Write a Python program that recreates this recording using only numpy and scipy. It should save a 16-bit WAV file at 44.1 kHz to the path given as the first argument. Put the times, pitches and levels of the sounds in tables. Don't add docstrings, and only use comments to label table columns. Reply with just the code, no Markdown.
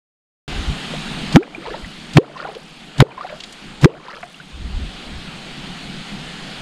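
import sys
import numpy as np
from scipy import signal
from scipy.fft import rfft, irfft, next_fast_len
from scipy.io import wavfile
from scipy.ndimage import uniform_filter1d

SR = 44100
rng = np.random.default_rng(int(sys.argv[2]) if len(sys.argv) > 2 else 0)


def unload_wav(signal):
    wavfile.write(
        sys.argv[1],
        SR,
        np.round(np.clip(np.atleast_2d(signal).T, -1, 1) * 32767).astype(np.int16),
    )


N = 291845
TIME = np.arange(N) / SR


def amp(db):
    return 10 ** (np.asarray(db) / 20)


def unit(x):
    return x / np.sqrt(np.mean(x ** 2) + 1e-20)


def level_at(tone, hz):
    f, db = np.transpose(tone)
    return np.interp(np.log(hz + 1), np.log(f), db)


def add(mix, s, sound):
    part = mix[max(round(s * SR), 0):][:len(sound)]
    part += sound[:len(part)]


def noise(tone, size):
    hz = np.fft.rfftfreq(size, 1 / SR)
    phases = np.exp(2j * np.pi * rng.random(len(hz)))
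    return unit(irfft(amp(level_at(tone, hz)) * phases, size))


# t/s, level/dB
RIVER_LEVELS = [(1.3, -28), (2.1, -29), (2.6, -33.5), (3.6, -30.5), (4.3, -35.5), (4.9, -29.5),
                (6.6, -28.5)]
# f/Hz, level/dB
RIVER_TONE = [(25, -0.5), (110, -16), (150, 1), (205, 0), (290, -7), (450, -13.5), (600, -16), (740, -11.5),
              (1000, -17), (1350, -14.5), (2000, -16), (3100, -12.5), (4400, -17.5), (14000, -36)]
# f/Hz, level/dB
MIC_TONE = [(4500, 0.5), (5800, -7.5), (7000, -1.5), (7500, -5.5), (8700, 0.5), (9600, -13.5), (10500, -4),
            (13400, -19.5), (14300, -24), (16500, -34)]


def river(patchy_db=1.15, lumpy_db=3.0, roar_hz=300):
    frames, hz = N // 256 + 5, np.fft.rfftfreq(1024, 1 / SR)
    real, imag, patches = rng.standard_normal((3, frames, len(hz)))
    patches = uniform_filter1d(patches, size=14, axis=0)
    patches = unit(uniform_filter1d(patches, size=12, axis=1))
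    lumps = unit(uniform_filter1d(rng.standard_normal(frames), size=14))
    roar = lumps[:, None] * np.exp(-(hz / roar_hz) ** 2)
    spectra = (real + 1j * imag) * amp(patchy_db * patches + lumpy_db * roar)
    rush = signal.istft(spectra.T, nperseg=1024, noverlap=768)[1][:N]
    size = next_fast_len(N)
    hz = np.fft.rfftfreq(size, 1 / SR)
    colour = amp(level_at(RIVER_TONE, hz) + level_at(MIC_TONE, hz))
    rush = irfft(rfft(rush, size) * colour, size)[:N]
    return unit(rush) * amp(np.interp(TIME, *np.transpose(RIVER_LEVELS)))


# t/s, spread/s, level/dB
GUSTS = [(.59, 0.048, -21.5), (.70, 0.018, -20), (1.70, .02, -29), (1.85, .019, -25), (4.62, 0.047, -22.5),
         (4.78, 0.07, -17), (5.16, 0.042, -26.5)]
# f/Hz, level/dB
WIND_TONE = [(15, -10.5), (35, 1), (75, -3), (130, -20), (300, -29.5), (1000, -62), (4000, -90)]


def wind():
    swells = sum(amp(db) * np.exp(-.5 * ((TIME - s) / spread) ** 2) for s, spread, db in GUSTS)
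    return swells * noise(WIND_TONE, N)


def bubble(hz, t60, rise, onset_cycles=1.07):
    t = np.arange(0, t60, 1 / SR)
    cycles = np.cumsum(hz * 2 ** (rise * t)) / SR
    onset = 1 - np.exp(-cycles / onset_cycles)
    return np.sin(2 * np.pi * cycles) * amp(-60 * t / t60) * onset


def wet_hiss(db, centre_hz, t60, octaves=0.28, onset_s=0.0012):
    t = np.arange(4096) / SR
    hz = np.geomspace(100, SR / 2, num=80)
    band_db = level_at(MIC_TONE, hz) - 3 * np.log2(hz / centre_hz) ** 2 / octaves
    envelope = amp(db - 60 * t / t60) * (1 - np.exp(-t / onset_s))
    return envelope * noise(np.column_stack([hz, band_db]), len(t))


# t/s, f/Hz, level/dB, rise/(octaves per s)
PLOPS = [(0.563, 1500, -22, 6.2), (.936, 510, -19, 29), (1.377, 1250, -2.5, 15), (1.426, 1530, -8, 18),
         (1.431, 2280, -4, 27), (1.548, 2340, -8, 8), (1.579, 322, -12.5, 2.6), (1.66, 805, -9.5, 24),
         (1.680, 427, -11, 19), (1.713, 424, -11.5, 16), (1.738, 472, -13.5, 30), (1.741, 820, -13, 22),
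         (1.846, 1920, -13.5, 7.8), (2.357, 1020, -4.5, 4.2), (2.388, 1040, -11, 17), (2.401, 1350, -5, 7),
         (2.447, 1393, -10, 7.4), (2.451, 730, -11, 13), (2.47, 944, -11.5, 9), (2.487, 690, -12, 7.6),
         (2.555, 412, -11.5, 14.8), (3.117, 2400, -12.5, 8), (3.177, 1018, -8, 2.8),
         (3.209, 1135, -4.5, 9.9), (3.242, 705, -7.5, 5), (3.298, 593, -16, 1.8), (3.325, 602, -14, 2.2),
         (4.083, 954, -11.5, 12), (4.230, 695, -17, 1.4), (4.344, 2750, -20.5, 7), (4.4, 1420, -15, 20)]


def plops(waver=0.51, waver_hz=90, tick_db=-17.0):
    out = np.zeros(N)
    for s, hz, db, rise in PLOPS:
        t60 = 0.048 * (hz / 1000) ** -0.76 * (max(rise, 1) / 10) ** -0.25
        add(out, s, amp(db) * bubble(hz, t60, rise))
        add(out, s, wet_hiss(db + tick_db, 2 * hz, t60=0.015))
    heave = noise([(waver_hz, 0), (waver_hz * 4, -40), (SR, -120)], N)
    return out * (1 + waver * heave)


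def bank_echo(sound, echo_db=-27, t60=0.74, delay_s=0.0324, band_hz=(300, 900)):
    t = np.arange(SR // 2) / SR
    echoes = rng.standard_normal(len(t)) * amp(-60 * t / t60) * (t > delay_s)
    dull = signal.butter(1, band_hz, "bandpass", fs=SR, output="sos")
    echoes = signal.sosfilt(dull, echoes / np.linalg.norm(echoes))
    return amp(echo_db) * signal.fftconvolve(sound, echoes)[:N]


# crack t/s, blade's head start/s, wait until pinch-off/s,
# hum level/dB, hum f/Hz, crack level/dB, spray level/dB,
# then the sealed bubble's start f/Hz, target f/Hz, glide/s, t60/s, life/s
STROKES = [(1.3606, 0.036, 0.007, 13, 157, 3, -19, 251.6, 952, 0.16, 0.14, 0.088),
           (2.1727, 0.039, .0096, 17, 145.6, 10.5, -18, 308, 633, 0.027, 0.099, 0.057),
           (3.0050, .025, .0184, 12, 136, 10, -19, 264, 560, 0.0048, 0.052, 0.025),
           (3.8468, 0.034, 0.0091, 18, 144, 8.5, -11, 308, 646, 0.027, 0.099, 0.034)]


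def strokes(shed_after_s=.043, shed_db=-7):
    out = np.zeros(N)
    for s, lead_s, *shape in STROKES:
        add(out, s - lead_s, wet_hiss(db=-22, centre_hz=4200, t60=0.049, octaves=0.42))
        t = np.arange(-.08, .25, 1 / SR)
        add(out, s + t[0], clonk(t, *shape))
        add(out, s + shed_after_s, amp(shed_db) * bubble(hz=400, t60=0.082, rise=12))
    return out


def low_hum(t, hz, swell_s=0.0054, overtone=0.224, overtone_ratio=2.03):
    angle = 2 * np.pi * hz * t
    notes = np.cos(angle) - overtone * np.cos(overtone_ratio * angle)
    return notes / (1 + np.exp(-t / swell_s))


# f/Hz, level/dB
CRACK_TONE = [(100, 7), (550, 2), (1300, -2), (3000, -8), (6000, -22), (14000, -50)]
# f/Hz, level/dB
SPRAY_TONE = [(150, 19.5), (600, 5.5), (1500, 3), (3500, -0.5), (7000, -10.5), (12500, -23), (15000, -42)]


def clonk(t, pinch_s, hum_db, hum_hz, crack_db, spray_db, *ring_shape, spray_s=0.015, churn_db=-12):
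    age = np.maximum(t - pinch_s, 0)
    until_pinch = np.exp(-(age / 0.00046) ** 2)
    hum = amp(hum_db) * low_hum(t, hum_hz)
    churn = amp(crack_db + churn_db) * noise(CRACK_TONE, len(t)) * (t > 0)
    spray = amp(spray_db) * noise(SPRAY_TONE, len(t)) * np.exp(-.5 * (t / spray_s) ** 2)
    sound = (hum + churn + spray) * until_pinch + sealed_bubble(age, *ring_shape)
    size = 240
    crack = amp(crack_db) * noise(CRACK_TONE, size) * signal.windows.tukey(size, .5)
    add(sound, -t[0] - size / 2 / SR, crack)
    return sound


def sealed_bubble(age, start_hz, target_hz, glide_s, t60, life_s, db=11.5, snap_db=12, snap_s=0.0035):
    hz = target_hz + (start_hz - target_hz) * np.exp(-age / glide_s)
    ring = -np.sin(2 * np.pi * np.cumsum(hz * (age > 0)) / SR)
    underwater = np.exp(-(age / life_s) ** 4)
    snap = np.exp(-(age / snap_s) ** 2)
    return ring * underwater * amp(db - 60 * age / t60 + snap_db * snap)


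def swarm(s, spread_s, band_hz, cycles, rise, scatter_db, linger_db, count):
    out = np.zeros(N)
    low_hz, high_hz = band_hz
    for when, smallness, strength, glide in rng.random((count, 4)):
        offset = 3.5 * (2 * when - 1)
        hz = low_hz * (high_hz / low_hz) ** smallness
        gain = amp(scatter_db * (2 * strength ** 2 - 0.5) - 3.6 * smallness)
        swell = np.exp(-.5 * offset ** 2) + amp(linger_db)
        add(out, s + offset * spread_s, gain * swell * bubble(hz, cycles / hz, 2 * glide * rise))
    return out


def foam(db=-21, after_s=.08):
    return amp(db) * sum(swarm(s + after_s, spread_s=0.036, band_hz=(535, 2980), cycles=19.6, rise=15,
                               scatter_db=5.5, linger_db=-5, count=120) for s, *_ in STROKES)


# t/s, gulp level/dB, lowest gulp f/Hz
GURGLES = [(1.689, -19, 288), (2.43, -18.5, 367), (3.249, -21.5, 475), (4.12, -25, 379)]


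def gurgles(spread_s=0.057, patter_db=-16.5, mist_db=-33, mist_after_s=0.14):
    out = np.zeros(N)
    for s, gulp_db, low_hz in GURGLES:
        gulp = swarm(s, spread_s, band_hz=(low_hz, 1815), cycles=22.8, rise=18,
                     scatter_db=5.5, linger_db=-19, count=170)
        patter = swarm(s, spread_s, band_hz=(1106, 5210), cycles=21.5, rise=7,
                       scatter_db=1.5, linger_db=-17.5, count=200)
        mist = swarm(s + mist_after_s, spread_s=0.091, band_hz=(4360, 11100), cycles=16, rise=3,
                     scatter_db=1.5, linger_db=-1.5, count=260)
        out += amp(gulp_db) * gulp + amp(patter_db) * patter + amp(mist_db) * mist
    return out


# t/s, level/dB, centre f/Hz
SPLASHES = [(1.661, -23, 2300), (2.375, -17, 2530), (2.549, -23.5, 3330), (3.295, -17.5, 1900),
            (3.402, -16, 3640), (3.436, -13.5, 3620), (3.524, -24.5, 5800), (4.228, -14, 1390)]


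def splashes():
    out = np.zeros(N)
    for s, db, hz in SPLASHES:
        add(out, s, wet_hiss(db, hz, t60=0.039))
    return out


def scene():
    water = strokes() + plops() + foam() + gurgles() + splashes()
    return (water + bank_echo(water) + river() + wind())[None]


def hold_peaks(over_db, release_s):
    fade = np.exp(-TIME / release_s)
    return np.maximum.accumulate(over_db / fade) * fade


def record(dry, threshold_db=-6, depth_db=19.5, slow_share=0.35, attack_s=0.016,
           start_s=.479, top_hz=16500):
    sound = dry[0] * (TIME > start_s)
    over_db = np.clip(20 * np.log10(abs(sound) + 1e-9) - threshold_db, 0, depth_db)
    quick_db = hold_peaks(over_db, release_s=0.24)
    slow_db = hold_peaks(over_db, release_s=3)
    dip_db = (1 - slow_share) * quick_db + slow_share * slow_db
    lag = np.exp(-1 / (attack_s * SR))
    late_dip_db = signal.lfilter([1 - lag], [1, -lag], dip_db)
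    overloaded = np.clip(sound * amp(-late_dip_db), -1, 1)
    treble_cut = signal.firwin(255, top_hz, window=("kaiser", 9), fs=SR)
    return signal.oaconvolve(overloaded, treble_cut, "same")[None]


dry = scene()
out = record(dry)
unload_wav(out)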